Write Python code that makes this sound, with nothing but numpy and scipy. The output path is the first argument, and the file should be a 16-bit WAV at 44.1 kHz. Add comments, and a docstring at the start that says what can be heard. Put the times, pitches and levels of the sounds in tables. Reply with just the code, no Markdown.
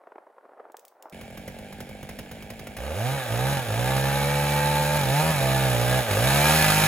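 """Dull knocks and a few ticks as a chainsaw is picked up off a stump. Then, a few metres away in a
fenced yard, it idles unevenly, is blipped, and runs at high revs into the wood, sagging as the chain
bites. The two-stroke engine often fires only every second or third turn; each firing rings the muffler
and lets out a rasp of hot gas. The chain rings the bar, whirrs in its groove and tears out chips."""
import sys
import numpy as np
from scipy import signal
from scipy.fft import rfft, irfft, next_fast_len
from scipy.io import wavfile
from scipy.ndimage import uniform_filter1d

SR = 44100
rng = np.random.default_rng(int(sys.argv[2]) if len(sys.argv) > 2 else 0)


def waveform_to_disk(signal):
    """Save audio, clipped to [-1, 1], as 16-bit WAV at the path in sys.argv[1]."""
    frames = np.transpose(np.atleast_2d(signal))
    scaled = np.clip(frames, -1, 1) * 32767
    samples = np.round(scaled).astype(np.int16)
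    wavfile.write(sys.argv[1], SR, samples)


N = 302967
T = np.arange(N) / SR
PADDED = next_fast_len(N + SR, True)
REV_S = 2.768  # the idle ends and the revs take over


def undb(db):
    """Decibels to gain."""
    return 10 ** (np.asarray(db) / 20)


def unit(x, since=REV_S):
    """Scale to rms 1 from a given second on."""
    return x / np.sqrt(np.mean(x[T >= since] ** 2))


def curve(table):
    """Join (time, value) points into a line through time."""
    return np.interp(T, *np.transpose(table))


def walk(rate_hz):
    """Random drift with a spread near 1."""
    k = int(SR / rate_hz)
    return 1.395 * uniform_filter1d(np.repeat(rng.standard_normal(N // k + 1), k), k)[:N]


def grit(spread_db):
    """Noise made of grains of very unequal size."""
    grains = rng.standard_normal(N) * undb(spread_db * np.minimum(rng.exponential(size=N), 6))
    return unit(grains, since=0)


def strikes(times, sizes, order=8):
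    """Sharp impulses placed between samples by a windowed sinc."""
    at = np.asarray(times)[:, None] * SR
    index = at.astype(int) + np.arange(1 - order, order + 1)
    shape = np.sinc(index - at) * np.cos(np.pi * (index - at) / (2 * order)) ** 2
    return np.bincount(np.clip(index, 0, N).ravel(), (shape * sizes[:, None]).ravel(), N + 1)[:N]


def fading(x, decay_s):
    """Give every impulse an exponential tail."""
    return signal.lfilter([1], [1, -np.exp(-1 / (decay_s * SR))], x)


def body(x, eq, modes=(), size=4096):
    """Minimum-phase EQ with resonances on top; it has unit energy, so its gains are relative."""
    f = np.maximum(np.fft.rfftfreq(size, 1 / SR), 1)
    hz, db = np.transpose(eq)
    peaks_db = sum(boost / (1 + (2 * (f - centre) / width) ** 2) for centre, width, boost in modes)
    cepstrum = irfft(np.log(undb(np.interp(np.log(f), np.log(hz), db) + peaks_db)))
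    response = irfft(np.exp(rfft(2 * cepstrum[:size // 2] * (np.arange(size // 2) > 0), size)))
    return signal.fftconvolve(x, response / np.linalg.norm(response))[:N]


# Bumps on the stump: start_s, level_db
KNOCK_HITS = [(0.035, -40), (0.069, -34), (0.118, -32), (0.155, -33), (0.18, -30.5), (0.265, -41),
              (0.38, -36.5), (0.451, -42), (0.49, -41), (0.596, -35), (0.651, -38), (0.697, -34.5),
              (0.742, -32), (1.054, -32.5)]
# Glove rustle between them: time_s, level_db
RUSTLE_FADER = [(0.0, -55), (0.12, -55.5), (0.38, -56.5), (0.528, -52), (0.59, -50), (0.72, -57),
                (0.926, -62), (1.05, -49.5), (1.11, -54)]
# Dull colour of both: freq_hz, gain_db
KNOCK_EQ = [(60, -54), (150, -33), (260, -16), (420, -2.5), (550, 0), (750, -.5), (1250, -9.5), (1800, -18),
            (2800, -35), (4500, -52), (16000, -66)]
def handling(scuffs_per_s=55, decay_s=0.0031, swell_s=0.00089):
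    """Gloves and saw bump, scuff and rub on the stump until the engine fires."""
    start_s, level_db = np.transpose(KNOCK_HITS)
    rubbing = undb(curve(RUSTLE_FADER)) * (T < IDLE_POPS[0][0])
    scuffs = rubbing * (rng.random(N) < scuffs_per_s / SR) * undb(6 + 3 * rng.uniform(-1, 1, N))
    knocks = strikes(start_s + 0.00077, undb(level_db - 0.5))
    bumps = fading(fading(knocks + scuffs, decay_s), swell_s) / (swell_s * SR)
    rustle = rubbing * undb(-3 + 2 * walk(120)) * grit(0.98)
    return body(bumps * rng.standard_normal(N) + rustle, KNOCK_EQ)


# Outdoor bed: freq_hz, gain_db
AIR_EQ = [(100, -13), (400, 6), (1000, 7), (2500, 0), (5000, -8), (6500, -10), (10000, -6), (16000, -13)]
def outdoor_air(level_db=-77):
    """A faint, steady hiss under everything."""
    return undb(level_db) * body(rng.standard_normal(N), AIR_EQ)


# Sharp ticks: start_s, level_db
TICK_HITS = [(0.7192, -50), (0.7679, -38), (0.7936, -44), (0.8504, -39.5), (0.8803, -44), (1.0241, -38.5),
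             (1.097, -46)]
# Their bright colour: freq_hz, gain_db
TICK_EQ = [(100, -45), (500, -22), (2000, -3), (4000, -1.5), (8000, 2.5), (12000, -2), (16000, 5.5)]
def ticks():
    """Small hard parts tick: a fast snap with a faint tail."""
    start_s, level_db = np.transpose(TICK_HITS)
    hits = strikes(start_s + 0.00067, undb(level_db))
    envelope = fading(hits, decay_s=0.0021) + 0.063 * fading(hits, decay_s=0.027)
    return body(envelope * rng.standard_normal(N), TICK_EQ)


# Colour of the chuff, applied twice: freq_hz, gain_db
CHUFF_EQ = [(25, -2.5), (50, -0.5), (95, 0.5), (135, 1.5), (200, -2.5), (260, 0.5), (330, -5), (520, 1.5),
            (800, -15.5), (1050, -18), (2400, -20), (5000, -15.5)]
# Air resonance in the muffler: pitch_hz, width_hz, boost_db
CAVITY_MODES = [(208, 82, 8)]
# Low thud of an idle firing: freq_hz, gain_db
THUD_EQ = [(25, -26), (60, 0), (100, 2), (200, -5.5), (600, -48)]
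def idle_chuff(strokes, pop_s, pop_db, lag_s=0.01842, corner_hz=151):
    """The muffler rounds each chuff into a short hum; firings add a thud."""
    low_db = 0.4 * pop_db  # the low thump varies less than the crack
    pulses = undb(-29) * strokes + strikes(pop_s + 0.00633, undb(low_db - 17))
    hum = body(body(pulses, CHUFF_EQ, CAVITY_MODES), CHUFF_EQ, CAVITY_MODES)
    thud = body(strikes(pop_s + 0.0068, undb(low_db - 2)), THUD_EQ)
    # the lows arrive late, so each chuff falls in pitch
    f = np.fft.rfftfreq(PADDED, 1 / SR)
    lows_late = np.exp(-2j * np.pi * lag_s * corner_hz * np.arctan(f / corner_hz))
    return irfft(rfft(hum + thud, PADDED) * lows_late, PADDED)[:N]


# Loose metal: freq_hz, gain_db
RATTLE_EQ = [(150, 16.5), (550, 10), (800, 16), (1050, -3), (1350, -1), (1650, 8), (1950, 0), (2400, 3.5),
             (3300, 1.5), (4800, -7), (6500, -9.5), (7300, -6.5), (12000, -9.5), (16000, -15)]
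def idle_rattle(strokes, level_db=-49):
    """The slack chain and clutch jingle, a little harder on each turn."""
    running = (T > IDLE_POPS[0][0]) & (T < REV_S)
    shaking = (running + 0.38 * fading(strokes, 0.02)) * grit(3.6)
    metal_modes = [(2240, 350, 8.9), (7370, 210, 7.2), (9430, 230, 13)]
    return undb(level_db) * body(shaking, RATTLE_EQ, metal_modes)


# Crack of an idle firing: freq_hz, gain_db
CRACK_EQ = [(100, 17), (550, 12), (1100, 3), (2400, 6.5), (4500, -5), (8000, -4.5), (12000, -1.5),
            (16000, -5.5)]
def idle_crack(pop_s, pop_db):
    """Each firing swells for a moment as the exhaust port opens."""
    pops = strikes(pop_s - 0.001, undb(pop_db + 9))
    burst = fading(fading(pops, 0.0067), 0.0018) / (0.0039 * SR)
    return body(burst * grit(1.7), CRACK_EQ)


# Firings at idle: start_s, level_db
IDLE_POPS = [(1.1233, -51), (1.2114, -37.5), (1.3015, -47), (1.3732, -34.5), (1.4772, -32), (1.586, -39),
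             (1.725, -37.5), (1.8038, -31.5), (1.8911, -38.5), (2.0286, -35.5), (2.0902, -31.5),
             (2.1883, -30.5), (2.3128, -33), (2.4238, -36), (2.5016, -31), (2.593, -35), (2.6693, -33),
             (2.7668, -29)]
# Rough idle speed, which sets the turns between firings: time_s, crank_hz
IDLE_SPEED = [(1.12, 44), (1.48, 46), (1.58, 50), (2.77, 52)]
def idling_saw(slowing=0.04):
    """The engine fires now and then and coasts between, chuffing and clacking on every turn."""
    pop_s, pop_db = np.transpose(IDLE_POPS)
    gaps_s = np.diff(pop_s)
    counts = np.round(gaps_s * np.interp(pop_s[:-1], *np.transpose(IDLE_SPEED)))
    shares = [np.arange(n) / n for n in counts]
    # the crank is fastest just after a firing and sags until the next
    turn_s = np.concatenate([start + gap * (u - slowing * u * (1 - u))
                             for start, gap, u in zip(pop_s, gaps_s, shares)])
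    stroke_scatter, slap_scatter = rng.standard_normal((len(turn_s), 2)).T
    strokes = strikes(turn_s + 0.00099, undb(0.99 * stroke_scatter))
    # the piston slaps unevenly
    slaps = strikes(turn_s + 0.00244, undb(-22 + 2.1 * slap_scatter))
    clack = body(slaps + 0.053 * fading(slaps, 0.0026) * rng.standard_normal(N), ROAR_EQ)
    return idle_chuff(strokes, pop_s, pop_db) + clack + idle_rattle(strokes) + idle_crack(pop_s, pop_db)


# Trigger pulls: squeeze_s, release_s, level_db, kick_db
THROTTLE_PULLS = [(2.76, 3.146, -3, 0), (3.27, 3.581, -1, 1), (3.653, 5.987, 0.5, -1.5),
                  (6.074, 6.899, -0.5, 7)]
def throttle(open_s=0.043, shut_s=0.072, kick_s=0.1):
    """Throttle opening (0-1) and level push in dB; a pull's kick, up or down, dies away."""
    opening, push_db = 0, 0
    for squeeze_s, release_s, level_db, kick_db in THROTTLE_PULLS:
        held = np.clip((T - squeeze_s) / open_s, 0, 1) * np.clip(1 - (T - release_s) / shut_s, 0, 1)
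        kick = np.exp(-np.maximum(T - squeeze_s, 0) / kick_s)
        opening = opening + held
        push_db = push_db + held * (level_db + kick_db * kick)
    return np.clip(opening, 0, 1), push_db


# Breaks in the firing rhythm: start_s, end_s, turns_per_firing, exhaust_db
RHYTHM_SPELLS = [(2.698, 3.112, 1, 2), (3.53, 3.61, 3, -0.5), (4.98, 5.053, 3, 0.5), (5.11, 5.222, 1, 2.5),
                 (5.322, 5.407, 3, -2), (6.63, 6.897, 3, 0)]
def firing_rhythm(opening):
    """Turns per exhaust pulse and added dB: two on throttle, one coasting, unless a spell sets it."""
    every, spell_db = np.where(opening > 0.5, 2, 1), np.zeros(N)
    for start_s, end_s, turns_per_firing, exhaust_db in RHYTHM_SPELLS:
        during = (T >= start_s) & (T < end_s)
        every[during], spell_db[during] = round(turns_per_firing), exhaust_db
    return every, uniform_filter1d(spell_db, size=1300)


def firings(turns, every, jitter_s=0.00003, scatter_db=1.5, unfired=0.013):
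    """Time and strength of each exhaust opening; unburnt turns store fuel for a harder bang."""
    count = np.arange(int(turns[-1]))
    times = np.interp(count, turns, T)
    every = every[np.searchsorted(T, times)]
    scatter, jitter = rng.standard_normal((len(times), 2)).T
    sizes = np.where(count % every == 0, np.sqrt(every), unfired) * undb(scatter_db * scatter)
    return times + jitter_s * jitter, sizes * np.sqrt(np.gradient(times))


def piston_tone(turns, lag_turns=0.26):
    """The piston pumps air on every turn, fired or not."""
    angle = 2 * np.pi * (turns - lag_turns)
    return -np.sqrt(2) * (np.cos(angle) + undb(-24) * np.cos(2 * angle)) * undb(0.81 * walk(60))


# Muffler and housing resonances: pitch_hz, width_hz, boost_db
MUFFLER_MODES = [(549, 93, 8), (831, 180, 14), (1202, 210, 9.5), (1610, 520, 10.5), (2480, 930, 3),
                 (3540, 300, 2), (3860, 320, 5)]
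# Punch of a firing: freq_hz, gain_db
BANG_EQ = [(30, -3), (70, 6.5), (140, 5), (215, 6.5), (290, -1.5), (360, -3), (440, -6.5), (620, -9),
           (1020, -17), (1600, -29.5), (2400, -11.5), (3500, -30), (5500, -24), (16000, -53)]
def muffler_bang(bangs):
    """Each firing rings the muffler."""
    return -unit(body(bangs, BANG_EQ, MUFFLER_MODES))


# Rushing gas: freq_hz, gain_db
RASP_EQ = [(60, -31), (250, 2), (500, -2), (700, 2), (1000, -5.5), (1500, -1), (2000, 0.5), (3000, 1.5),
           (4000, -4.5), (5200, -25), (7000, -17), (16000, -16)]
def gas_rasp(puff):
    """Hot gas streams through the muffler and surges after each bang."""
    return undb(1.5) * unit(body((1 + puff) * grit(2.94), RASP_EQ, MUFFLER_MODES))


# Colour of the roar, also used for the idle clack: freq_hz, gain_db
ROAR_EQ = [(150, -25), (350, -9), (560, 6.5), (780, -5), (1050, -23), (2400, -24.5), (6000, -45),
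           (16000, -32)]
def exhaust_roar(bangs, puff):
    """A loosely burning charge roars in rough puffs."""
    return unit(body(puff * rng.standard_normal(N) - 0.37 * unit(bangs), ROAR_EQ))


# Shift in the snarl's colour, hollow (0) to full (1): time_s, fullness
SNARL_COLOUR = [(2.9, 0.68), (3.9, 0.72), (4.3, 0.13), (4.95, 0.08), (5.1, 0.81), (5.45, 1)]
# Snarl partials: crank_multiple, hollow_db, full_db
SNARL_PARTIALS = [(2.5, -15, -8), (3.5, 4, 1), (4, 2, -3), (4.5, -16, -8), (5, -27, 1), (5.5, 4, -19),
                  (6, 4.5, -1), (6.5, -13, -14.5), (7, -3.5, -2.5), (8, -15, -8.5), (8.5, -9, -15.5),
                  (9, -15, -9.5)]
def exhaust_snarl(turns, every, flutter_db=1.0, wobble=0.2, spread=0.35):
    """A wave locked to the crank; half multiples sound while every second turn fires."""
    halves = uniform_filter1d(1. * (every == 2), SR // 50)
    fullness = np.clip(curve(SNARL_COLOUR), 0, 1)
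    wave = 0
    for multiple, hollow_db, full_db in SNARL_PARTIALS:
        gain = undb(hollow_db + fullness * (full_db - hollow_db) + flutter_db * walk(11))
        phase = 2 * np.pi * multiple * turns - spread * multiple ** 2 + wobble * multiple / 2 * walk(35)
        wave = wave - gain * (halves if multiple % 1 else 1) * np.cos(phase)
    outlet_eq = [(300, -0.5), (420, -1.5), (570, 4), (720, 1), (900, 3.5), (1060, -6.5), (1400, -1)]
    return unit(body(wave, outlet_eq))


# Bar and housing resonances: pitch_hz, width_hz, boost_db
BAR_MODES = [(1240, 90, 8), (1670, 260, 13), (2350, 240, 13.5), (2600, 150, 10), (4030, 300, 9)]
def bar_ring(turn_s):
    """Each turn jerks the chain; crank multiples light up as they glide through the bar's resonances."""
    jerks = strikes(turn_s, undb(2.5 * rng.standard_normal(len(turn_s)))) * (T > REV_S)
    jerk_eq = [(300, -33), (1100, -7.5), (2400, -7.5), (4200, -14.5), (7000, -26)]
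    return undb(-5) * unit(body(jerks, jerk_eq, BAR_MODES))


# Whine partials: crank_multiple, level_db
WHINE_PARTIALS = [(11, 5.5), (12, -9), (13, 7), (16, 5.5), (17, -7), (18, -5.5)]
def chain_whine(turns):
    """A few crank multiples sing out in the bar as a wavering whine."""
    whine = sum(undb(db + 2 * walk(12)) * np.sin(2 * np.pi * multiple * turns + 0.35 * walk(60))
                for multiple, db in WHINE_PARTIALS)
    return undb(-3.5) * unit(body(whine * (T > REV_S), [(1000, 0), (3000, 0)], BAR_MODES))


def link_whirr(turns, puff, multiple=28):
    """Links whirr in their groove, tugged by each firing, at a pitch that follows the revs."""
    links = walk(1100) * np.cos(2 * np.pi * multiple * turns) * (T > REV_S)
    groove_eq = [(2800, -15.5), (3450, -3), (3800, 2), (4080, 2), (4500, -9)]
    return undb(-9.5) * unit(body(links * (0.37 + puff), groove_eq))


# Bright tearing of wood: freq_hz, gain_db
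CUTTER_EQ = [(500, -18.5), (2500, 4.5), (5200, -1), (6500, -0.5), (7300, 2), (9400, 3.5), (11300, 1.5),
             (12500, 1.5), (15000, 1), (16000, -30)]
def cutters(puff):
    """Cutters tear out chips, hardest just after a power stroke."""
    return unit(body((0.58 + 0.36 * puff) * grit(2.2) * undb(0.24 * walk(45)), CUTTER_EQ))


# Revs under throttle: time_s, crank_hz
REV_SPEED = [(2.78, 53.94), (2.86, 70.03), (2.93, 79.9), (2.98, 102.4), (3.08, 128.5), (3.15, 141.3),
             (3.31, 110.8), (3.49, 137.3), (3.54, 140.8), (3.71, 104.2), (3.8, 120.8), (3.9, 131.2),
             (4.28, 142.7), (4.98, 148.5), (5.08, 128.5), (5.22, 156.2), (5.3, 160.7), (5.4, 134),
             (5.64, 132.5), (5.78, 117.9), (5.98, 130.1), (6.13, 98.26), (6.15, 100.2), (6.28, 134.5),
             (6.56, 157.3), (6.72, 153.3), (6.87, 156.1)]
# The operator's body screens the saw, then steps aside: time_s, treble_db
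BODY_SHADOW = [(2.8, -9.5), (3.5, -9), (4.4, -9), (5.3, -7.5), (6.1, -5), (6.5, 0)]
# How each layer rides the engine: base_db, speed_db_per_octave, shut_db, fullness_db, shadow_factor
TONE_FADER = (-28.5, 6.5, -13.5, 3, 0.09)
BANG_FADER = (-28, 6, -7.5, 1, 0.5)
BARK_FADER = (-27, 8, -5, 2.5, .3)
RASP_FADER = (-28.5, 4, -3.5, -0.2, 0.88)
CUTTER_FADER = (-25, 8, -5.5, 0.3, 1.0653)
def working_saw(waver=0.00204, puff_s=0.0089, clean_hz=126, base_hz=140):
    """The crank drives piston, exhaust and chain together through the blips and the cut."""
    crank_hz, fullness, shadow_db = curve(REV_SPEED), curve(SNARL_COLOUR), curve(BODY_SHADOW)
    opening, push_db = throttle()
    every, spell_db = firing_rhythm(opening)

    def ride(fader):
        """A layer's gain from revs, throttle, snarl colour and the operator's shadow."""
        base_db, octave_db, shut_db, fullness_db, shadow_factor = fader
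        engine_db = octave_db * np.log2(crank_hz / base_hz) + shut_db * (1 - opening) + push_db
        return undb(base_db + engine_db + fullness_db * fullness + shadow_factor * shadow_db)

    turns = np.cumsum(crank_hz * (1 + waver * walk(30)) * (T >= REV_S)) / SR
    turn_s, sizes = firings(turns, every)
    bangs = strikes(turn_s, sizes) * (T > REV_S)
    puff = unit(fading(bangs, puff_s))
    tone = piston_tone(turns)
    gas = gas_rasp(puff)
    # the rough roar tightens into a snarl as the revs rise
    clean = np.clip(crank_hz / clean_hz, 0, 0.99) ** 3
    roar = undb(-2) * np.sqrt(1 - clean ** 2) * exhaust_roar(bangs, puff)
    bark = roar + undb(-1) * clean * exhaust_snarl(turns, every)
    exhaust = ride(TONE_FADER) * tone + ride(BANG_FADER) * muffler_bang(bangs) + ride(BARK_FADER) * bark
    rasp = gas + clean * (bar_ring(turn_s) + chain_whine(turns)) + link_whirr(turns, puff)
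    saw = undb(spell_db) * exhaust + ride(RASP_FADER) * rasp + ride(CUTTER_FADER) * cutters(puff)
    fade_in = np.clip((T - REV_S) / 0.0099, 0, 1)
    return saw * fade_in


# Phase between the microphone ports: freq_hz, left_lead_rad
STEREO_PHASE = [(0, 0), (780, .45), (1720, .1), (3700, 1.55), (5600, 1.8), (6600, 0), (7500, -1.6),
                (8500, -3.14), (11000, -6.28), (13500, -9.42), (16000, -12.9)]
# Balance between them: freq_hz, left_minus_right_db
STEREO_BALANCE = [(60, -5), (150, -2.5), (300, 1), (600, -3), (1400, -0.5), (3000, -2.5), (5500, -5.5),
                  (7000, 0.5), (10000, 0)]
def microphone_ports(x):
    """Two ports hear the saw with a different lag and shading."""
    f = np.maximum(np.fft.rfftfreq(PADDED, 1 / SR), 1)
    hz, db = np.transpose(STEREO_BALANCE)
    balance = undb(np.interp(np.log(f), np.log(hz), db))
    lean = np.log(balance) + 1j * np.interp(f, *np.transpose(STEREO_PHASE))
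    return irfft(rfft(x, PADDED) * np.exp(np.array([[0.5], [-0.5]]) * lean), PADDED)[:, :N]


def yard(x, wet_db, predelay_s=0.0033, t60_s=0.36):
    """Stump, fence and ground scatter a short stereo tail."""
    t = T[:SR // 2]
    tails = rng.standard_normal((2, len(t))) * undb(-60 * t / t60_s) * (t > predelay_s)
    tails /= np.linalg.norm(tails, axis=1, keepdims=True)
    send = body(x, [(100, -5.5), (600, -8), (1500, 2), (4000, 0), (6000, 2.5), (8000, -18), (16000, 2.5)])
    return undb(wet_db) * signal.fftconvolve(send[None], tails, axes=1)[:, :N]


def scene():
    """Handling close by, then the saw in the yard."""
    saw = idling_saw() + working_saw()
    near = handling() + outdoor_air() + ticks()
    return microphone_ports(saw) + yard(saw, wet_db=-7.5) + near + yard(near, wet_db=-12)


def record(dry, low_hz=30, top_hz=15900):
    """The microphone drops the deepest bass; the recorder cuts the top."""
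    dry = signal.sosfilt(signal.butter(2, low_hz, "high", fs=SR, output="sos"), dry)
    return signal.sosfilt(signal.ellip(8, 0.2, 70, top_hz, fs=SR, output="sos"), dry)


dry = scene()
out = record(dry)
waveform_to_disk(out)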